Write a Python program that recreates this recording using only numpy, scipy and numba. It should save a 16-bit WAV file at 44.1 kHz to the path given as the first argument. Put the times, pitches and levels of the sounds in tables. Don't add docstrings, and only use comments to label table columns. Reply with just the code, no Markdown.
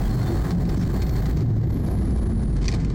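import sys
import numpy as np
from scipy import signal
from scipy.fft import rfft, irfft
from scipy.io import wavfile
from scipy.ndimage import uniform_filter1d, minimum_filter1d
from numba import njit

SR = 44100
rng = np.random.default_rng(int(sys.argv[2]) if len(sys.argv) > 2 else 0)


def transcribe(u):
    v = np.clip(np.atleast_2d(u).T, -1, 1)
    q = np.round(v * 32767).astype(np.int16)
    wavfile.write(sys.argv[1], SR, q)


N = 129654

# f/Hz, density/dB per Hz
RUMBLE_SPECTRUM = [(15, -37.5), (28, -3), (40, -24.5), (60, -2.5), (80, -0.5), (120, 1), (170, -2.5),
                   (250, -9), (345, -11.5), (430, -20.5), (540, -28), (740, -34.5), (1000, -38.5),
                   (1500, -55.5), (2500, -56), (6000, -84.5)]
# t/s, level/dB
RUMBLE_LEVEL = [(0, -22.5), (.49, -22), (.58, -13.5), (.82, -15.5), (.95, -18.5), (1.25, -21.5),
                (1.45, -11.5), (1.75, -11.5), (1.9, -11.5), (2.3, -20.5), (2.55, -20), (2.94, -21.5)]
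# t/s, level/dB
SHUDDER_LEVEL = [(0, -26.5), (.1, -20), (.25, -34.5), (.41, -18.5), (.52, -29), (.6, -19), (.73, -18.5),
                 (.82, -21), (.92, -20.5), (1.15, -21.5), (1.42, -22), (1.6, -19), (1.78, -15),
                 (1.9, -18.5), (2.05, -15.5), (2.37, -20), (2.6, -17), (2.94, -25)]
SHUDDER_HZ, SHUDDER_WANDER = 52.83, 0.1227
SHUDDER_WAVER_DB = 2

# f/Hz, density/dB per Hz
ROAR_SPECTRUM = [(200, -8.5), (380, 4.5), (480, 2.5), (600, 0), (750, 4.5), (900, -8), (1200, -12),
                 (2400, -38.5)]
# t/s, level/dB
ROAR_LEVEL = [(0, -37.5), (.35, -37.5), (.6, -35.5), (.9, -41), (1.06, -36.5), (1.3, -42), (1.45, -35.5),
              (1.8, -40.5), (1.87, -29), (2.02, -39.5), (2.3, -39.5), (2.55, -59), (2.74, -37), (2.94, -58)]
# start t/s, length/s, f/Hz, level/dB
ENGINE_WHISTLES = [(.07, .19, 4247, -53), (.21, .13, 3580, -57), (.25, .18, 4371, -55.5),
                   (.92, .31, 4334, -52.5)]
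WHISTLE_EDGE_S, WHISTLE_WANDER, WHISTLE_WAVER_DB = .035, .002, 2.5

# start t/s, length/s, start f/Hz, end f/Hz, level/dB
HULL_BOOMS = [(0.092, 0.21, 109, 142.7, -24), (0.265, 0.1, 319, 350, -26), (.513, 0.2, 172, 169.7, -14),
              (0.746, 0.15, 182, 169.5, -20.5), (1.35, 0.21, 147.3, 125, -19.5),
              (1.394, 0.3045, 117, 102.8, -8.5), (2.086, 0.45, 216, 215.7, -29),
              (2.758, 0.13, 168, 173.8, -23.5)]
BOOM_EDGE_S, BOOM_WANDER, BOOM_WAVER_DB = 0.049, 0.0357, 1.2

# t/s, f/Hz, level/dB, width/Hz
MAIN_WHINE = [(0, 15200, -52, 1380), (.5, 14900, -55.5, 1383), (.9, 14700, -53.5, 1170),
              (1.1, 14250, -50, 823), (1.3, 13160, -55.5, 696), (1.55, 13500, -72, 867),
              (1.72, 11500, -53, 870), (1.88, 10960, -46.5, 799), (2.1, 10420, -52, 403),
              (2.3, 9960, -54.5, 373), (2.54, 9600, -55, 340), (2.66, 9600, -68, 345),
              (2.94, 8800, -94, 352)]
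# t/s, f/Hz, level/dB
HIGH_WHINE = [(0, 16300, -62), (1.15, 15700, -61), (1.3, 15500, -53), (1.5, 14200, -61), (1.75, 13300, -55),
              (1.92, 13500, -58), (2.05, 13470, -94), (2.94, 12300, -98)]
SKIRT_RATIO, SKIRT_LEVEL_DB = 3.6, -2
WHINE_FLUTTER_DB = 1.2

# start t/s, length/s, f/Hz, level/dB, width/Hz
TRIM_SQUEAKS = [(.035, .05, 3250, -49, 300), (.68, .03, 5300, -48, 300), (.765, .06, 6200, -48, 300),
                (.775, .07, 5512, -51, 120), (.77, .08, 5200, -52, 150)]

# f/Hz, relative level before tilt/dB, 60 dB decay/s
FITTING_MODES = [(1890, -1, .025), (2070, -4, .02), (2420, 1, .035), (3354, -10, .02), (4250, 1, .013),
                 (4646, 7, .011), (5000, 1, .011), (5685, -5, .02), (6000, 2, .011), (7930, -18, .015)]
# t/s, peak level/dB, tilt/dB per octave
FITTING_KNOCKS = [(2.6812, -12.5, 5), (2.6872, -23, -4), (2.7165, -32, -8), (2.7258, -26.5, -7),
                  (2.7385, -31, -7)]
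CLACK_CONTACT_S, CLACK_GRIT_DB = .0007, -22

# f/Hz, density/dB per Hz
RUSH_SPECTRUM = [(200, 1.5), (450, -1), (750, 3), (1200, -0.5), (1850, -1.5), (2300, -10.5), (2900, -12.5),
                 (3600, -12.5), (4400, -9.5), (5200, -14), (6300, -15), (7800, -16.5), (9000, -26),
                 (10500, -24.5), (12500, -37), (16000, -59)]
# t/s, level/dB
RUSH_LEVEL = [(0, -39.5), (.5, -39), (.6, -39), (.75, -36), (1.05, -40), (1.3, -40.5), (1.5, -38),
              (1.75, -39), (1.88, -37.5), (2.1, -42.5), (2.45, -47.5), (2.6, -43), (2.94, -48.5)]
# t/s, level/dB
RUSH_TOP_GAIN = [(0, 7), (1.3, 4.5), (1.9, -43.5), (2.3, -20), (2.94, -32)]
RUSH_TOP_HZ, RUSH_FLUTTER_DB = 8700, 2
GRAIN_PER_S, GRAIN_SPREAD_DB, GRAIN_DB = 680, 2.5, -4.5

# t/s, burst level before the trim filter/dB, ring (decay to 1/e)/s
TRIM_RATTLES = [(.507, -34, .007), (.517, -35, .0046), (.653, -29, .0028), (.692, -32, .005),
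                (.761, -35, .016), (.813, -38, .03), (1.018, -29.5, .007), (1.066, -35, .004),
                (1.093, -36, .0068), (1.162, -36, .0054), (1.257, -32, .0055), (1.37, -37, .014),
                (1.407, -35, .008), (1.706, -40, .005), (1.863, -39, .024), (1.987, -38, .0074),
                (2.108, -39, .005), (2.171, -41, .012), (2.433, -42, .004), (2.566, -42, .0075),
                (2.614, -41, .025), (2.643, -39, .015), (2.655, -33, .01), (2.684, -33, .02),
                (2.716, -33, .004), (2.725, -33, .0031), (2.738, -34, .017), (2.799, -40, .016),
                (2.848, -34, .004), (2.9, -37, .005)]
# f/Hz, density/dB per Hz
TRIM_SPECTRUM = [(300, -8), (1000, 9), (1500, 6), (2300, 9.5), (3000, 2), (4400, 8), (6000, 4), (8000, -2),
                 (11000, -16), (16000, -38)]
RATTLE_RISE_S = 0.00032

CABIN_T60_S, CABIN_DB = .12, -9
CEILING_DB, LOOKAHEAD_S, RELEASE_S, SENSE_HZ = -16, 0.0013, 0.018, 1540
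TOP_HZ = 15850


def undb(db):
    return 10 ** (np.asarray(db) / 20)


def unit(x):
    return x / np.sqrt(np.mean(x ** 2) + 1e-20)


def curve(rows, axis=1):
    rows = np.array(rows, float)
    return np.interp(np.arange(N) / SR, rows[:, 0], rows[:, axis])


def colour(x, points):
    hz, db = np.array(points, float).T
    size = 2 ** 18
    f = np.maximum(np.arange(size // 2 + 1) * SR / size, 1)
    magnitude = unit(undb(np.interp(np.log(f), np.log(hz), db)))
    cepstrum = irfft(np.log(magnitude))
    cepstrum[1:size // 2] *= 2
    cepstrum[size // 2 + 1:] = 0
    response = np.exp(rfft(cepstrum))
    return irfft(rfft(x, size) * response)[:N]


def walk(rate):
    f = np.arange(N // 2 + 1) * SR / N
    spectrum = rfft(rng.standard_normal(N)) * np.exp(-.5 * (f / rate) ** 2)
    return unit(irfft(spectrum, N))


def phase_of(hz):
    return 2 * np.pi * (np.cumsum(hz * np.ones(N)) / SR + rng.random())


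def narrow(hz, width_hz):
    width = width_hz * np.ones(N)
    clock = np.cumsum(width / width.max())
    phase = phase_of(hz)
    a, b = (np.interp(clock, np.arange(N), walk(width.max() / 2)) for _ in range(2))
    return unit(a * np.cos(phase) + b * np.sin(phase))


def wheels():
    rumble = unit(colour(rng.standard_normal(N), RUMBLE_SPECTRUM)) * undb(curve(RUMBLE_LEVEL))
    hz = SHUDDER_HZ * (1 + SHUDDER_WANDER * walk(11.86))
    shudder = unit(np.sin(phase_of(hz)) * undb(SHUDDER_WAVER_DB * walk(18.0)))
    return rumble + shudder * undb(curve(SHUDDER_LEVEL))


def engines():
    t = np.arange(N) / SR
    out = unit(colour(rng.standard_normal(N), ROAR_SPECTRUM)) * undb(curve(ROAR_LEVEL))
    for start, length, hz, db in ENGINE_WHISTLES:
        swell = np.clip(np.minimum(t - start, start + length - t) / WHISTLE_EDGE_S, 0, 1)
        pitch = hz * (1 + WHISTLE_WANDER * walk(26))
        tone = unit(np.sin(phase_of(pitch)) * undb(WHISTLE_WAVER_DB * walk(15)))
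        out += undb(db) * swell * tone
    return out


def booms():
    t, out = np.arange(N) / SR, np.zeros(N)
    for start, length, hz0, hz1, db in HULL_BOOMS:
        edges = np.minimum(t - start, start + length - t) / BOOM_EDGE_S
        swell = np.sin(np.pi / 2 * np.clip(edges, 0, 1))
        glide = np.interp(t, [start, start + length], [hz0, hz1])
        hz = glide * (1 + BOOM_WANDER * walk(25.3))
        tone = unit(np.sin(phase_of(hz)) * undb(BOOM_WAVER_DB * walk(10.0)))
        out += undb(db) * swell * tone
    return out


def whine():
    hz, width = curve(MAIN_WHINE), curve(MAIN_WHINE, axis=3)
    core = narrow(hz, width)
    skirt = undb(SKIRT_LEVEL_DB) * narrow(hz, SKIRT_RATIO * width)
    main = unit(core + skirt) * undb(curve(MAIN_WHINE, axis=2))
    upper = narrow(curve(HIGH_WHINE), width_hz=870) * undb(curve(HIGH_WHINE, axis=2))
    return (main + upper) * undb(WHINE_FLUTTER_DB * walk(25))


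def squeaks():
    t, out = np.arange(N) / SR, np.zeros(N)
    for start, length, hz, db, width in TRIM_SQUEAKS:
        swell = np.sin(np.pi * np.clip((t - start) / length, 0, 1))
        out += undb(db) * swell * narrow(hz, width)
    return out


def clack():
    t, out = np.arange(N) / SR, np.zeros(N)
    for start, peak_db, tilt in FITTING_KNOCKS:
        ring = np.zeros(N)
        for k, (hz, db, t60) in enumerate(FITTING_MODES):
            gain = (-1) ** k * undb(db + tilt * np.log2(hz))
            ring += gain * np.sin(2 * np.pi * hz * t) * np.exp(-np.log(1000) * t / t60)
        fade = (t >= start) * np.exp(-np.abs(t - start) / CLACK_CONTACT_S)
        contact = undb(CLACK_GRIT_DB) * rng.standard_normal(N) * fade
        contact[int(start * SR)] += 1
        knock = signal.fftconvolve(contact, ring)[:N]
        out += undb(peak_db) * knock / np.abs(knock).max()
    return out


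def air():
    sizes = undb(GRAIN_SPREAD_DB * np.minimum(rng.exponential(size=N), 4))
    struck = rng.random(N) < GRAIN_PER_S / SR
    ticks = unit(struck * sizes * rng.choice([-1, 1], N))
    hiss = rng.standard_normal(N) * undb(RUSH_FLUTTER_DB * walk(76))
    rush = unit(colour(hiss + undb(GRAIN_DB) * ticks, RUSH_SPECTRUM))
    lowpass = signal.butter(4, RUSH_TOP_HZ, fs=SR, output="sos")
    dull = signal.sosfiltfilt(lowpass, rush)
    top = (rush - dull) * undb(curve(RUSH_TOP_GAIN))
    return (dull + top) * undb(curve(RUSH_LEVEL))


def rattles():
    t, force = np.arange(N) / SR, np.zeros(N)
    for start, db, ring in TRIM_RATTLES:
        slope_s = np.where(t < start, RATTLE_RISE_S, ring)
        force += undb(db) * np.exp(-np.abs(t - start) / slope_s)
    grit = unit(rng.standard_normal(N) * undb(1.66 * walk(410)))
    return colour(force * grit, TRIM_SPECTRUM)


def cabin(x):
    t = np.arange(N) / SR
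    tail = rng.standard_normal(N) * np.exp(-np.log(1000) * t / CABIN_T60_S)
    wet = signal.fftconvolve(x, tail / np.linalg.norm(tail))[:N]
    return (x + undb(CABIN_DB) * wet) / np.hypot(1, undb(CABIN_DB))


def scene():
    direct = wheels() + engines() + booms() + whine() + squeaks() + clack()
    return (direct + cabin(air() + rattles()))[None]


@njit
def hold(x, keep):
    y, e = np.empty(len(x)), 0.
    for i in range(len(x)):
        e = max(x[i], e * keep)
        y[i] = e
    return y


def record(dry):
    sense = signal.butter(2, SENSE_HZ, fs=SR, output="sos")
    low = signal.sosfiltfilt(sense, dry[0])
    peak = hold(np.abs(low), np.exp(-1 / (RELEASE_S * SR)))
    gain = 1 / np.maximum(peak / undb(CEILING_DB), 1)
    span = max(int(2 * LOOKAHEAD_S * SR), 1)
    gain = uniform_filter1d(minimum_filter1d(gain, span), span)
    top_cut = signal.ellip(10, .2, 80, TOP_HZ, fs=SR, output="sos")
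    return signal.sosfilt(top_cut, dry * gain)


dry = scene()
out = record(dry)
transcribe(out)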